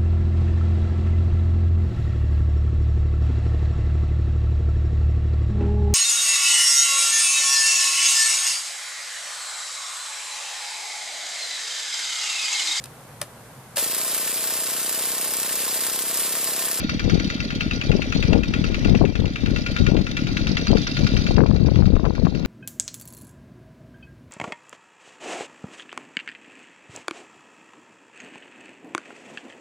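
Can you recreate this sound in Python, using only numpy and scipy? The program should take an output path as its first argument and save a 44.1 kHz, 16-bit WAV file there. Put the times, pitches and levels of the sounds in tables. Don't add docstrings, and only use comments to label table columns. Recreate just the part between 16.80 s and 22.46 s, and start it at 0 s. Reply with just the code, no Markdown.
import sys
import numpy as np
from scipy import signal
from scipy.fft import rfft, irfft
from scipy.io import wavfile
from scipy.ndimage import uniform_filter1d, minimum_filter1d, map_coordinates

SR = 44100
rng = np.random.default_rng(int(sys.argv[2]) if len(sys.argv) > 2 else 0)


def master_out(mix):
    frames = np.transpose(np.atleast_2d(mix))
    ceiling = np.clip(frames, -1, 1)
    pcm = np.round(ceiling * 32767).astype(np.int16)
    wavfile.write(sys.argv[1], SR, pcm)


N = 249606
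TIME = np.arange(N) / SR

# t/s, f/Hz
FIRING_RATE = [(0, 9.958), (.5, 9.774), (1, 9.712), (1.6, 9.625), (2.2, 9.78), (3, 9.872), (3.8, 10.008),
               (4.5, 10.128), (5.1, 10.197), (5.66, 10.024)]

def tractor():
    cycles = .066 + np.cumsum(curve(FIRING_RATE)) / SR
    gas = puffs(cycles) + churn(cycles)
    force_db = combustion(cycles)

    def metal_and_water():
        engine = knock(cycles, force_db) + slap(cycles, force_db) + clatter(cycles)
        return engine + splash(cycles) + rattle(cycles)

    return at_ports(gas, direct=metal_and_water(), scattered=metal_and_water())


# t/s, level/dB
ENGINE_LOAD = [(0, 3.5), (.6, 0.5), (1.35, 3), (1.75, 3), (2.25, 1), (2.9, 3.5), (3.6, 3), (4.45, 1),
               (4.7, 1), (5.35, 2), (5.66, 6.5)]
# t/s, added level/dB
STANDOUT_FIRINGS = [(.3, 3), (.81, 2), (1.12, 0.5), (1.43, -1.5), (1.74, 3), (2.15, 0.5), (2.35, 2.5),
                    (2.46, -3), (2.56, 1.5), (2.76, -0.5), (3.27, -2), (3.37, 2.5), (3.47, -2.5), (3.57, 2),
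                    (3.77, 2.5), (4.37, 3), (4.47, 2)]

def combustion(cycles, chance_db=1):
    force_db = curve(ENGINE_LOAD) + chance_db * each_cycle(cycles)
    for when, db in STANDOUT_FIRINGS:
        nearest = np.round(np.interp(when, TIME, cycles))
        force_db += db * (np.floor(cycles) == nearest)
    return force_db


KNOCK_BOUNCES = [(.115, 0.28), (0.239, 0.12)]
# f/Hz, relative level/dB
KNOCK_TONE = [(200, -11), (850, -6), (1250, 6), (2600, 0.5), (4500, -4.5), (6500, -4), (15000, -4.5)]
# t/s, level/dB
COVER_RING = [(0, -52), (.6, -32), (.85, -17), (1.7, -21), (2.5, -23), (3.5, -29.5), (4.4, -27.5),
              (5.66, -27)]

def knock(cycles, force_db, level_db=-23, cover_hz=2770, cover_sag=.85):
    age = cycles % 1
    strike = (1 - np.exp(-age / .0015)) * np.exp(-(age / .052) ** 2)
    strike += sum(size * swell(cycles, place, length=0.034) for place, size in KNOCK_BOUNCES)
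    tail = 0.14 * stroke(cycles, 0, decay=.5, rise=0.057)
    bang = colour(rng.standard_normal(N) * (strike + tail) * amp(force_db + level_db), KNOCK_TONE)
    sag = cover_sag * np.minimum(age, KNOCK_BOUNCES[0][0])
    cover = gritty_tone(cover_hz * (1 - sag), grit=.03)
    return block(bang, ring_db=-0.5) + amp(curve(COVER_RING) + force_db) * strike * cover


# f/Hz, width/Hz, relative level/dB
BLOCK_NOTES = [(1418.4, 19.6, 11), (2005, 61, 1), (2355, 55, 6.5), (2700, 95, 6.5), (3187, 200, 1),
               (3705, 154, 1.5), (5880, 145, 8), (6810, 240, 5.5), (11000, 120, -3), (13370, 130, 9)]

def block(x, ring_db):
    rings = sum(amp(db) * signal.lfilter(*signal.iirpeak(hz, hz / width, SR), x)
                for hz, width, db in BLOCK_NOTES)
    return x + amp(ring_db) * rings


def slap(cycles, force_db, high_hz=3900, low_hz=950, fall_cycles=0.039, level_db=-28):
    hz = low_hz + (high_hz - low_hz) * np.exp(-(cycles % 1) / fall_cycles)
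    clack = gritty_tone(hz, grit=.03) * swell(cycles, place=0.057, length=0.035)
    return clack * amp(force_db + level_db)


# place/cycles, f/Hz, half length/s, relative pressure (+ or -)
GAS_PULSES = [(.267, 222, 0.0027, -0.077), (0.09, 71, 0.0042, 0.031), (.558, 240, 0.0037, 0.11),
              (0.4, 570, 0.003, 0.028), (0.8, 180, 0.0031, -0.064)]

def puffs(cycles, level_db=3.2, uneven_db=3):
    out = np.zeros(N)
    for place, hz, length, pressure in GAS_PULSES:
        age = (cycles % 1 - place + .0015 * each_cycle(cycles)) / curve(FIRING_RATE)
        size = pressure * amp(level_db + uneven_db * each_cycle(cycles))
        out += size * np.sin(2 * np.pi * hz * age) * np.exp(-(age / length) ** 2)
    return out


# f/Hz, relative level/dB
CHURN_TONE = [(30, -3), (130, -2.5), (280, -2.5), (400, -4), (680, -19), (1100, -41), (4000, -85)]

def churn(cycles, level_db=-27):
    gulp = stroke(cycles, place=0.477, decay=0.14, rise=0.025)
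    return colour(rng.standard_normal(N) * gulp, CHURN_TONE) * amp(level_db)


# f/Hz, relative level/dB
CLATTER_TONE = [(30, 12), (130, 10), (280, 13.5), (400, 9), (680, 6.5), (950, -1.5), (1800, 1.5),
                (3000, -5.5), (5000, -16), (15000, -6)]

def clatter(cycles, level_db=-38, load_follow=0.29):
    shake = amp(level_db + load_follow * curve(ENGINE_LOAD) + 2 * wander(92))
    shake *= 1 + 1.1 * stroke(cycles, 0.045, decay=0.5, rise=0.045)
    return block(colour(shake * rng.standard_normal(N), CLATTER_TONE), ring_db=-1)


VALVE_HISSES = [(.22, 1.07, 0.12), (0.45, 2.44, 0.078), (.77, 1.5, 0.035)]
# t/s, level/dB
WHEEL_SPRAY = [(0, -41), (1, -40), (2, -40), (3.3, -41), (4.3, -38), (5.25, -41.5), (5.66, -37)]
# f/Hz, relative level/dB
SPLASH_TONE = [(300, -20), (1500, -9), (3000, -5.5), (4500, 0), (5800, -1.5), (7000, -7.5), (11000, -2.5),
               (15000, -10)]

def splash(cycles, drops_per_s=260, drop_size=5):
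    valves = sum(size * amp(2 * each_cycle(cycles)) * stroke(cycles, place, decay, rise=0.0088)
                 for place, size, decay in VALVE_HISSES)
    drops = drop_size * rng.standard_normal(N) * (rng.random(N) < drops_per_s / SR)
    hiss = (1 + valves) * rng.standard_normal(N) * amp(3.06 * wander(57))
    spray = slosh(hiss + drops) * amp(curve(WHEEL_SPRAY))
    return block(colour(spray, SPLASH_TONE), ring_db=-3.5)


def slosh(x, depth_db=4):
    bands = signal.stft(x, nperseg=1024)[2]
    patches = uniform_filter1d(rng.standard_normal(bands.shape), size=5, axis=0)
    patches = uniform_filter1d(patches, size=6, axis=1)
    return signal.istft(bands * amp(depth_db * patches / patches.std()))[1][:N]


# f/Hz, relative level/dB
STEEL_NOTES = [(3750, -3.5), (4400, -0.5), (4750, 2), (5850, 3.5)]
# t/s, level/dB
STEEL_RATTLE = [(0, -36.5), (.55, -36), (.8, -47), (3.3, -43.5), (3.8, -29.5), (4.4, -31), (5.66, -35)]

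def rattle(cycles, calm_hits_per_s=220, ring_s=0.0025):
    jolt = 1 + 3 * stroke(cycles, 0, decay=0.092, rise=0.013)
    jolt += 1.8 * stroke(cycles, VALVE_HISSES[1][0], decay=0.04, rise=0.0077)
    chance = jolt * calm_hits_per_s / len(STEEL_NOTES) / SR
    out = np.zeros(N)
    for hz, db in STEEL_NOTES:
        hits = (rng.random(N) < chance) * rng.standard_normal(N) * jolt
        fades = signal.lfilter([1], [1, -np.exp(-1 / (ring_s * SR))], hits)
        out += amp(db) * fades * gritty_tone(hz, grit=.035)
    return out * amp(curve(STEEL_RATTLE))


# f/Hz, left level/dB, right level/dB, likeness from 0 to 1, extra lag on the right/radians
PORT_HEARING = [(300, -0.5, -1, 0.34, -1), (866, -9.5, -2.5, 0.77, 0), (1297, 0, -7.5, 1, -0.5),
                (2510, 2.5, -5, 0.46, 0), (3200, -2, -1.5, 0.89, -1), (4530, -1, 3.5, 0.7, 0.98),
                (5090, -11, -2, 0.04, 4.5), (5740, -10, -7, 0.28, 5), (7160, -11.5, -22, 0.2, 8.5),
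                (7880, -28, -48, .3, 20), (8530, -20, -30.5, .3, -2.5), (13300, -28, -40, 0.4, 14.5)]
# t/s, head start/s
LEFT_HEAD_START = [(0, .00034), (3.5, .000315), (5.66, .00027)]

def at_ports(gas, direct, scattered):
    gas, direct, scattered = rfft(gas), rfft(direct), rfft(scattered)
    hz = np.fft.rfftfreq(N, 1 / SR)
    left_db, right_db, alike, lag = (spectrum(PORT_HEARING, hz, column) for column in (1, 2, 3, 4))
    alike = np.clip(alike, 0, 1)
    blend = alike * direct + np.sqrt(1 - alike ** 2) * scattered
    right = irfft((blend + gas) * amp(right_db) * np.exp(-1j * lag), N)
    left = irfft((direct + gas) * amp(left_db), N)
    left = map_coordinates(left, [np.arange(N) + curve(LEFT_HEAD_START) * SR], order=3)
    return np.array([left, right])


# f/Hz, relative level/dB
RUMBLE_TONE = [(10, -28), (25, -0.5), (45, 4), (90, 1), (200, -0.5), (300, -12.5), (450, -34.5), (800, -36),
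               (2000, -51.5), (6000, -75)]
BUFFET_TONE = [(40, -21), (150, -0.5), (250, 1), (450, -5), (700, -17.5), (1100, -32.5), (2500, -55),
               (6000, -95.5)]

def wind(brightening=0.49, flutter_db=2.5, shelter_db=-24):
    gust_db, buffet_db = gusts()
    buffet = amp(buffet_db + brightening * (gust_db - 2.5))
    flow = eddies(RUMBLE_TONE, lumps_db=9.5) + buffet * eddies(BUFFET_TONE, lumps_db=8.5)
    flow /= np.hypot(1, buffet)
    left = amp(gust_db + flutter_db * wander(23.2)) * flow + pops(gust_db)
    right = amp(shelter_db + 0.5 * gust_db + 2 * wander(4.1)) * eddies(RUMBLE_TONE, lumps_db=7)
    return np.array([left, right])


# t/s, level/dB
BREEZE_LEVEL = [(0, -27), (1, -26), (1.9, -16), (2.9, -27), (3.6, -17.5), (4.1, -26.5), (4.6, -11),
                (5.66, -6.5)]
# t/s, length/s, level/dB, buffeting over rumble before brightening/dB
WIND_GUSTS = [(0.217, 0.19, -15, 1), (1.071, 0.11, -13.5, 3.5), (1.345, 0.043, -18.5, 8),
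              (1.478, 0.12, -7.5, 2), (1.66, 0.087, -20.5, 6), (2.027, 0.14, -8.5, -1.5),
              (2.193, 0.049, -4.5, 4), (2.268, 0.19, -12.5, -0.5), (2.619, 0.17, -15.5, -0.5),
              (2.996, 0.027, -6.5, -12), (3.067, 0.14, -9, 5.5), (3.882, 0.074, -7.5, 3.5),
              (4.151, 0.094, -16.5, 1.5), (4.31, 0.086, -16, -6.5), (4.563, 0.069, 0, 1),
              (4.675, 0.093, -4.5, -7), (4.788, 0.1, -3.5, -2.5), (4.939, 0.099, -2, -9.5),
              (5.107, 0.07, 1, -10.5), (5.235, 0.016, 0.5, -3), (5.418, 0.047, 2, -11.5)]

def gusts(rise_s=0.016, fall_s=0.025, breeze_buffet_db=0.5):
    energy = amp(curve(BREEZE_LEVEL)) ** 2
    buffeting = energy * breeze_buffet_db
    for start, length, level_db, buffet_db in WIND_GUSTS:
        age = TIME - start
        fade = np.exp(-np.maximum(age - length, 0) / fall_s)
        gust = amp(level_db) * np.clip(age / rise_s, 0, 1) * fade
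        energy += gust ** 2
        buffeting += gust ** 2 * buffet_db
    return 10 * np.log10(energy), buffeting / energy


def eddies(tone, lumps_db):
    x = colour(rng.standard_normal(N) * amp(lumps_db * wander(86)), tone)
    return x / np.sqrt(power(x, size=1500))


# t/s, level/dB, f/Hz
BIG_WHIRLS = [(.279, -6, 256), (.334, -2.5, 129), (1.137, -14, 375), (1.153, 1, 197), (1.195, -6, 288),
              (1.504, -9, 201), (1.534, -4, 392), (1.575, 1, 140), (2.147, -4, 365), (2.216, 5, 370),
              (2.239, -1.5, 367), (3.01, -3.5, 190), (3.088, -5, 170), (3.122, -7, 286), (3.136, -3, 149),
              (3.148, -0.5, 270), (3.824, -10.5, 228), (3.932, 1, 327), (4.251, -1.5, 110),
              (4.338, -8.5, 217), (4.509, -6.5, 374), (4.558, -2, 80), (4.579, -1, 470), (4.583, 5, 795),
              (4.595, 5.5, 243), (4.606, 3.5, 780), (4.637, 2, 540), (4.66, -1.5, 480), (4.713, -1.5, 570),
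              (4.869, 3, 139), (4.887, -2.5, 497), (4.967, -1, 90), (5.024, -5, 700), (5.063, 6.5, 100),
              (5.166, 3, 580), (5.196, -1.5, 550), (5.244, -0.5, 560), (5.253, 2.5, 620), (5.259, -3, 720),
              (5.265, 3.5, 516), (5.307, 1.5, 465), (5.381, -3, 530), (5.437, 8, 130), (5.455, -3, 600),
              (5.469, 5, 603)]

def pops(gust_db, most_per_s=110, small_db=-16, small_hz=560, crackle_db=-9, crackle_s=0.0074):
    chance = np.minimum(amp(gust_db), 1) * most_per_s / SR
    hits = (rng.random(N) < chance) * rng.standard_normal(N) * amp(gust_db + small_db)
    out = signal.oaconvolve(hits, pop(small_hz), "same")
    t = np.arange(1500) / SR
    for when, db, hz in BIG_WHIRLS:
        crackle = (rng.random(len(t)) < hz / SR) * rng.standard_normal(len(t))
        crackle *= amp(crackle_db) * np.exp(-t / crackle_s)
        swings = (t == 0) + 0.44 * (np.arange(len(t)) == round(SR / hz))
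        blow = amp(db) * signal.fftconvolve(crackle + swings, pop(hz))
        start = round(when * SR) - len(pop(hz)) // 2
        out[start:start + len(blow)] += blow
    return out


def pop(hz):
    u = np.pi * hz * np.arange(-600, 601) / SR
    return (1 - 3 * u ** 2) / (1 + u ** 2) ** 3


def stroke(cycles, place, decay, rise):
    age = (cycles - place) % 1
    return (1 - np.exp(-age / rise)) * np.exp(-age / decay)


def swell(cycles, place, length):
    return np.exp(-((cycles % 1 - place) / length) ** 2)


def each_cycle(cycles):
    return rng.standard_normal(100)[np.clip(cycles.astype(int), 0, 99)]


def gritty_tone(hz, grit):
    return np.sin(2 * np.pi * np.cumsum(hz * (1 + grit * wander(595.6))) / SR)


def wander(rate_hz):
    keep_slow = np.exp(-(np.fft.rfftfreq(N, 1 / SR) / rate_hz) ** 2)
    x = irfft(rfft(rng.standard_normal(N)) * keep_slow, N)
    return x / x.std()


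def colour(x, tone, size=4096):
    log_gain = np.log(amp(spectrum(tone, abs(np.fft.fftfreq(size, 1 / SR)))))
    response = np.exp(np.conj(signal.hilbert(log_gain)))
    taps = np.fft.ifft(response).real[:size // 2]
    return signal.oaconvolve(x, taps / np.linalg.norm(taps))[:N]


def spectrum(rows, hz, column=1):
    rows = np.array(rows)
    return np.interp(np.log(hz + 1), np.log(rows[:, 0]), rows[:, column])


def curve(rows):
    return np.interp(TIME, *np.array(rows).T)


def power(x, size):
    return abs(uniform_filter1d(x ** 2, size)) + 1e-12


def amp(db):
    return 10 ** (np.asarray(db) / 20)


def scene():
    return tractor() + wind()


def record(dry, threshold_db=-9, squeeze=0.93, recover_db_per_s=11, top_hz=15750):
    level_db = 10 * np.log10(power(dry, size=1300).max(0))
    recovery = recover_db_per_s * TIME
    held_db = np.maximum.accumulate(level_db + recovery) - recovery
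    over_db = np.maximum(held_db - threshold_db, 0)
    out = dry * amp(-squeeze * uniform_filter1d(over_db, size=200))
    peak_gain = .91 / np.maximum(abs(out).max(0), .91)
    out *= uniform_filter1d(minimum_filter1d(peak_gain, size=181), size=181)
    treble_cut = signal.firwin(511, top_hz, window=("kaiser", 9), fs=SR)
    return signal.oaconvolve(out, treble_cut[None], "same")


dry = scene()
out = record(dry)
master_out(out)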